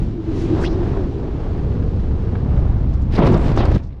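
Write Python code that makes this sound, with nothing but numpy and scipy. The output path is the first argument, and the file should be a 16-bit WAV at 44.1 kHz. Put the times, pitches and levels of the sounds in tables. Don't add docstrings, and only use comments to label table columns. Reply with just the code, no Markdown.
import sys
import numpy as np
from scipy import signal
from scipy.fft import rfft, irfft, next_fast_len
from scipy.io import wavfile
from scipy.ndimage import uniform_filter1d, minimum_filter1d

SR = 44100
rng = np.random.default_rng(int(sys.argv[2]) if len(sys.argv) > 2 else 0)


def pcm_store(signal):
    levels = np.round(np.clip(np.atleast_2d(signal), -1, 1) * 32767)
    wavfile.write(sys.argv[1], SR, levels.astype(np.int16).T)


N = 176400
T = np.arange(N) / SR

# time in seconds, relative level in dB.
POUNDING = [(0, -16), (0.22, -29.5), (0.3, -22.5), (0.55, -19), (0.8, -19), (1.05, -21), (1.2, -27),
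            (1.5, -21), (1.95, -18.5), (2.3, -20.5), (2.6, -15), (2.9, -19.5), (3.12, -18), (3.25, -16.5),
            (3.42, -15.5), (3.55, -16), (3.66, -17), (3.76, -27.5), (3.785, -28.5), (3.87, -26.5), (4, -38)]
# time in seconds, relative levels of rush and hiss in dB.
AIRFLOW = [(0.02, -45, -52), (0.19, -48.5, -59.5), (0.3, -44.5, -51.5), (0.42, -43.5, -46.5),
           (0.52, -37, -48), (0.6, -33.5, -44.5), (0.7, -39, -51), (0.77, -38, -52.5), (0.86, -37, -49.5),
           (0.98, -36, -51.5), (1.12, -45, -54.5), (1.3, -40, -55), (1.6, -42, -54), (1.82, -41.5, -55.5),
           (1.9, -45, -55.5), (2.3, -43.5, -55.5), (2.58, -38.5, -55.5), (2.85, -44, -57),
           (3.08, -47, -59.5), (3.76, -49.5, -61), (3.81, -48.5, -66), (3.89, -58, -76), (4, -58, -82)]
# frequency in Hz, gain in dB.
POUNDING_COLOUR = [(12, -16.5), (25, 3), (50, -1.5), (120, -2.5), (180, -10.5), (260, -16.5), (400, -30),
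                   (800, -49.5), (2000, -96.5)]
RUSH_COLOUR = [(60, -10.5), (170, 3), (280, 6), (420, -4), (560, -3.5), (800, -6.5), (1200, -13.5),
               (1800, -22), (3000, -35), (6000, -51), (12000, -86)]
HISS_COLOUR = [(500, -29.5), (1500, 0), (2600, -1), (4000, -4.5), (5500, -10), (7000, -16.5), (9000, -27.5),
               (12000, -34), (15000, -58.5)]

# time in seconds, levels of shake, roar and tear in dB.
BUFFET = [(3.08, -36.5, -56, -73), (3.108, -31.5, -42, -56), (3.122, -25, -36, -44), (3.16, -23, -31, -36),
          (3.185, -19, -19.5, -43), (3.205, -16, -18.5, -51), (3.23, -14.5, -16, -45),
          (3.245, -10, -18.5, -41), (3.268, -18, -17, -33.5), (3.305, -13, -21, -43),
          (3.35, -12.5, -21, -48), (3.4, -24, -28, -44), (3.48, -26, -26.5, -41), (3.55, -26, -30.5, -46.5),
          (3.578, -18.5, -21, -38), (3.588, -19.5, -24, -41), (3.6, -19.5, -22.5, -44),
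          (3.63, -27, -20.5, -49), (3.66, -32, -25.5, -41.5), (3.685, -22.5, -26, -44),
          (3.7, -24, -29.5, -47.5), (3.718, -21, -28, -41), (3.735, -24.5, -31.5, -43),
          (3.76, -15.5, -29, -43.5), (3.785, -37.5, -49, -48), (3.82, -54.5, -54.5, -67)]
# frequency in Hz, gain in dB.
SHAKE_COLOUR = [(50, -18.5), (100, -4), (150, 0), (210, -3), (320, -4), (420, -10.5), (700, -36.5),
                (2000, -80)]
ROAR_COLOUR = [(100, -24.5), (220, -7), (330, 0.5), (480, -2), (700, -4.5), (1100, -11), (1600, -20.5),
               (2500, -27), (5000, -44.5), (12000, -80.5)]
TEAR_COLOUR = [(600, -30.5), (1600, 6.5), (2600, 1.5), (4000, -3), (5500, -8.5), (7000, -18.5),
               (9000, -24.5), (11500, -27.5), (15000, -50.5)]
# centre in seconds, peak pressure in dB, half the gap from suction to push
# in seconds, crack level in dB, crack decay in seconds.
FLAPS = [(1.825, -20.5, 0.00078, -38, 0.0096), (2.274, -19, 0.0014, -49, 0.0062),
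         (3.185, -8.5, 0.0011, -19, 0.0057), (3.192, -3, 0.00093, -19.5, 0.0026),
         (3.27, -14, 0.00088, -22, 0.0035), (3.295, -12, 0.0013, -23, 0.0035),
         (3.343, -12, 0.0011, -26.5, 0.0029), (3.502, -11, 0.0013, -31, 0.002),
         (3.517, -9.5, 0.00076, -27, 0.0034), (3.575, -7, 0.00032, -12.5, 0.0025),
         (3.606, -24, 0.001, -18, 0.0052), (3.652, -10, 0.0021, -24.5, 0.008),
         (3.684, -13, 0.0027, -27.5, 0.003), (3.696, -9.5, 0.0043, -30.5, 0.0057),
         (3.718, -10, 0.00047, -25.5, 0.0026), (3.7255, -8.5, 0.0029, -29, 0.0021),
         (3.7497, -5.5, 0.0021, -39.5, 0.0027), (3.764, -16, 0.00055, -26, 0.0024),
         (3.7697, -7, 0.0018, -45, 0.0037)]
# frequency in Hz, gain in dB.
CRACK_COLOUR = [(150, -3.5), (600, 7), (1400, 0), (2500, -15.5), (5000, -22.5), (8000, -45.5),
                (12000, -47.5), (15000, -59)]

# time in seconds, pitch in Hz, level in dB.
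THROB = [(0, 59.97, -47.5), (1.2, 60, -30), (1.55, 65.85, -23), (1.9, 61.89, -23.5), (2.4, 65.73, -24),
         (2.8, 63.63, -20.5), (3.05, 58.1, -20), (3.3, 63.24, -32), (3.5, 71.9, -28), (3.75, 78.07, -24),
         (3.79, 71.56, -38.5), (4, 62, -33)]
# centre and length in seconds, start and end pitch in Hz,
# level in dB.
DRONE = [(0.192, 0.087, 338, 320, -24), (0.295, 0.08, 323.8, 335.4, -21.5), (0.404, 0.043, 354.2, 343, -20),
         (0.442, 0.061, 333, 322, -23.5), (0.527, 0.077, 323, 338, -17), (0.635, 0.06, 330, 350, -22.5),
         (0.711, 0.074, 352, 338, -21), (0.77, 0.046, 387.5, 364, -22.5), (0.825, 0.066, 346, 345, -21.5),
         (0.984, 0.055, 388, 390, -24)]
# time in seconds, band centre in Hz, level in dB.
WAKE = [(0, 318.2, -30), (0.22, 330, -37), (0.37, 335.2, -23.5), (0.56, 330, -26), (0.8, 340, -31),
        (1.0, 334.6, -27.5), (1.25, 330, -29), (1.45, 398.8, -35.5), (1.8, 421.3, -32.5), (2.0, 404.8, -37),
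        (2.3, 421.6, -35), (2.55, 369.2, -38), (2.9, 346.3, -50), (3.2, 344, -63)]
# centre and length in seconds, start and end pitch in Hz,
# spread in Hz, level in dB.
SWISHES = [(0.405, 0.17, 5300, 5940, 1100, -54), (0.405, 0.15, 9140, 9300, 1500, -66),
           (0.6, 0.0795, 760, 1020, 200, -35.5), (0.637, 0.04, 1050, 2107, 302.4, -29.5),
           (0.659, 0.058, 2000, 4100, 464.4, -35), (0.656, 0.066, 5200, 4400, 896.4, -41.5),
           (0.631, 0.07, 5100, 6900, 2130, -49.5), (0.715, 0.099, 4530, 5260, 735, -52.5),
           (3.16, 0.024, 4900, 3900, 720, -38), (3.182, 0.028, 2900, 1600, 710, -34.5),
           (3.228, 0.045, 2700, 3000, 660, -36), (3.45, 0.22, 7600, 6200, 1100, -59.5),
           (3.608, 0.085, 4900, 1990, 1050, -36)]

# peak time in seconds, level in dB, band centre in Hz,
# decay in seconds.
RUSTLES = [(2.3552, -31.5, 1150, 0.0046), (2.356, -46, 2400, 0.006), (2.939, -54, 4980, 0.013),
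           (3.021, -57.5, 6000, 0.013), (3.123, -48, 3800, 0.0073), (3.267, -46, 5500, 0.0049),
           (3.344, -34.5, 3600, 0.0044), (3.565, -45, 5800, 0.005), (3.649, -46, 4500, 0.0024),
           (3.749, -37.5, 3300, 0.006), (3.837, -57, 4500, 0.017), (3.87, -63, 4700, 0.015),
           (3.908, -56, 2200, 0.0046), (3.928, -58.5, 2700, 0.0092)]
# peak time in seconds, level in dB, band centre in Hz.
SNAPS = [(3.313, -42.5, 5500), (3.321, -40, 6800), (3.330, -43.5, 6500), (3.334, -40, 7500),
         (3.371, -46.5, 7500), (3.377, -41, 6500), (3.447, -41, 5000), (3.483, -33, 4500),
         (3.579, -36, 7500), (3.6556, -29.5, 5040), (3.719, -46, 5200), (3.753, -45, 7000),
         (3.758, -41, 6000)]


def freefall_wind(eddies):
    pounding_db, = curves(POUNDING)
    rush_db, hiss_db = curves(AIRFLOW)
    rush = steadied(noise(RUSH_COLOUR) * amp(1.5 * eddies + 0.66 * wobble(110)), samples=3500)
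    hiss = unit(noise(HISS_COLOUR) * amp(0.6 * eddies + 0.5 * wobble(21)))
    return amp(pounding_db + 0.45) * eddies + amp(rush_db + 9.0) * rush + amp(hiss_db + 1.0) * hiss


def buffeting(eddies):
    shake_db, roar_db, tear_db = curves(BUFFET)
    bursts = wobble(170)
    shake = steadied(noise(SHAKE_COLOUR), samples=1200)
    roar = steadied(noise(ROAR_COLOUR) * amp(2.0 * bursts), samples=1200)
    tear = unit(noise(TEAR_COLOUR) * amp(1.2 * bursts + 0.6 * eddies + 1.9 * wobble(820)))
    return amp(shake_db) * shake + amp(roar_db) * roar + amp(tear_db) * tear


def flaps():
    pressure, crack_envelope = np.zeros(N), np.zeros(N)
    for centre_s, pressure_db, half_gap_s, crack_db, decay_s in FLAPS:
        swing = (T - centre_s) / half_gap_s
        pressure += amp(pressure_db) * swing * np.exp((1 - swing ** 2) / 2)
        crack_envelope += amp(crack_db) * spike(centre_s, attack_s=0.0012, decay_s=decay_s)
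    return pressure + crack_envelope * steadied(noise(CRACK_COLOUR), samples=150)


def body_throb():
    pitch_hz, level_db = curves(THROB)
    return amp(level_db) * steadied(pitched_noise(pitch_hz, spread_hz=8.7), samples=4400)


def pole_drone():
    wake_hz, wake_db = curves(WAKE)
    layer = amp(wake_db) * steadied(pitched_noise(wake_hz, spread_hz=70), samples=3000)
    for centre_s, length_s, start_hz, end_hz, db in DRONE:
        pitch_hz, envelope = gliding_swell(centre_s, length_s, start_hz, end_hz)
        layer += amp(db) * envelope * steadied(pitched_noise(pitch_hz, spread_hz=11.3), samples=1500)
    return layer


def swishes():
    layer = np.zeros(N)
    for centre_s, length_s, start_hz, end_hz, spread_hz, db in SWISHES:
        pitch_hz, envelope = gliding_swell(centre_s, length_s, start_hz, end_hz)
        layer += amp(db) * envelope * pitched_noise(pitch_hz, spread_hz)
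    rasp = steadied(amp(wobble(375)), samples=700)
    return layer * rasp


def rustles():
    return sum(amp(db) * fabric_noise(centre_hz) * spike(peak_s, 0.5 * decay_s, decay_s)
               for peak_s, db, centre_hz, decay_s in RUSTLES)


def snaps():
    return sum(amp(db) * fabric_noise(centre_hz) * spike(peak_s, attack_s=0.0003, decay_s=0.00062)
               for peak_s, db, centre_hz in SNAPS)


def fabric_noise(centre_hz, spread_octaves=0.52, top_hz=7760):
    def response(f):
        octaves = np.log2((f + 1) / centre_hz)
        return np.exp(-0.5 * (octaves / spread_octaves) ** 2) / (1 + (f / top_hz) ** 8)
    return steadied(unit(filtered(rng.standard_normal(N), response)), samples=200)


def pitched_noise(pitch_hz, spread_hz):
    def response(f):
        return 1 / (1 + (f / (1.34 * spread_hz)) ** 4) ** 0.82
    cosine_gain, sine_gain = [filtered(rng.standard_normal(N), response) for _ in range(2)]
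    phase = 2 * np.pi * np.cumsum(pitch_hz) / SR
    return unit(cosine_gain * np.cos(phase) + sine_gain * np.sin(phase))


def noise(colour):
    hz, db = np.transpose(colour)
    white = rng.standard_normal(N)
    return unit(filtered(white, lambda f: amp(np.interp(np.log(f + 1), np.log(hz), db))))


def gliding_swell(centre_s, length_s, start_hz, end_hz):
    progress = np.clip((T - centre_s) / length_s + 0.5, 0, 1)
    pitch_hz = start_hz * (end_hz / start_hz) ** progress
    return pitch_hz, np.sin(np.pi * progress) ** 1.03


def spike(peak_s, attack_s, decay_s):
    return np.exp(-np.maximum((peak_s - T) / attack_s, (T - peak_s) / decay_s))


def wobble(knots_per_s):
    smooth = signal.resample(rng.standard_normal(4096), 4 * 4096)
    return np.interp(T * knots_per_s, np.arange(len(smooth)) / 4, smooth)


def steadied(x, samples):
    return x / np.sqrt(np.abs(uniform_filter1d(x * x, samples)) + 1e-9)


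def filtered(x, response):
    size = next_fast_len(N + 8192)
    return irfft(rfft(x, size) * response(np.fft.rfftfreq(size, 1 / SR)), size)[:N]


def curves(rows):
    times, *columns = np.transpose(rows)
    return [np.interp(T, times, column) for column in columns]


def amp(db):
    return 10 ** (np.asarray(db) / 20)


def unit(x):
    return x / np.sqrt(np.mean(np.abs(x) ** 2) + 1e-20)


def scene():
    eddies = steadied(noise(POUNDING_COLOUR), samples=2600)
    air = freefall_wind(eddies) + body_throb() + pole_drone() + swishes() + buffeting(eddies)
    return (air + flaps() + rustles() + snaps())[None]


def record(dry):
    ceiling_db, limiter_samples, top_hz = -3, 301, 15100
    needed_gain = np.minimum(1, amp(ceiling_db) / (np.abs(dry[0]) + 1e-9))
    held_gain = minimum_filter1d(needed_gain, limiter_samples)
    smooth_gain = uniform_filter1d(held_gain, limiter_samples)
    return filtered(dry[0] * smooth_gain, lambda f: f < top_hz)[None]


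dry = scene()
out = record(dry)
pcm_store(out)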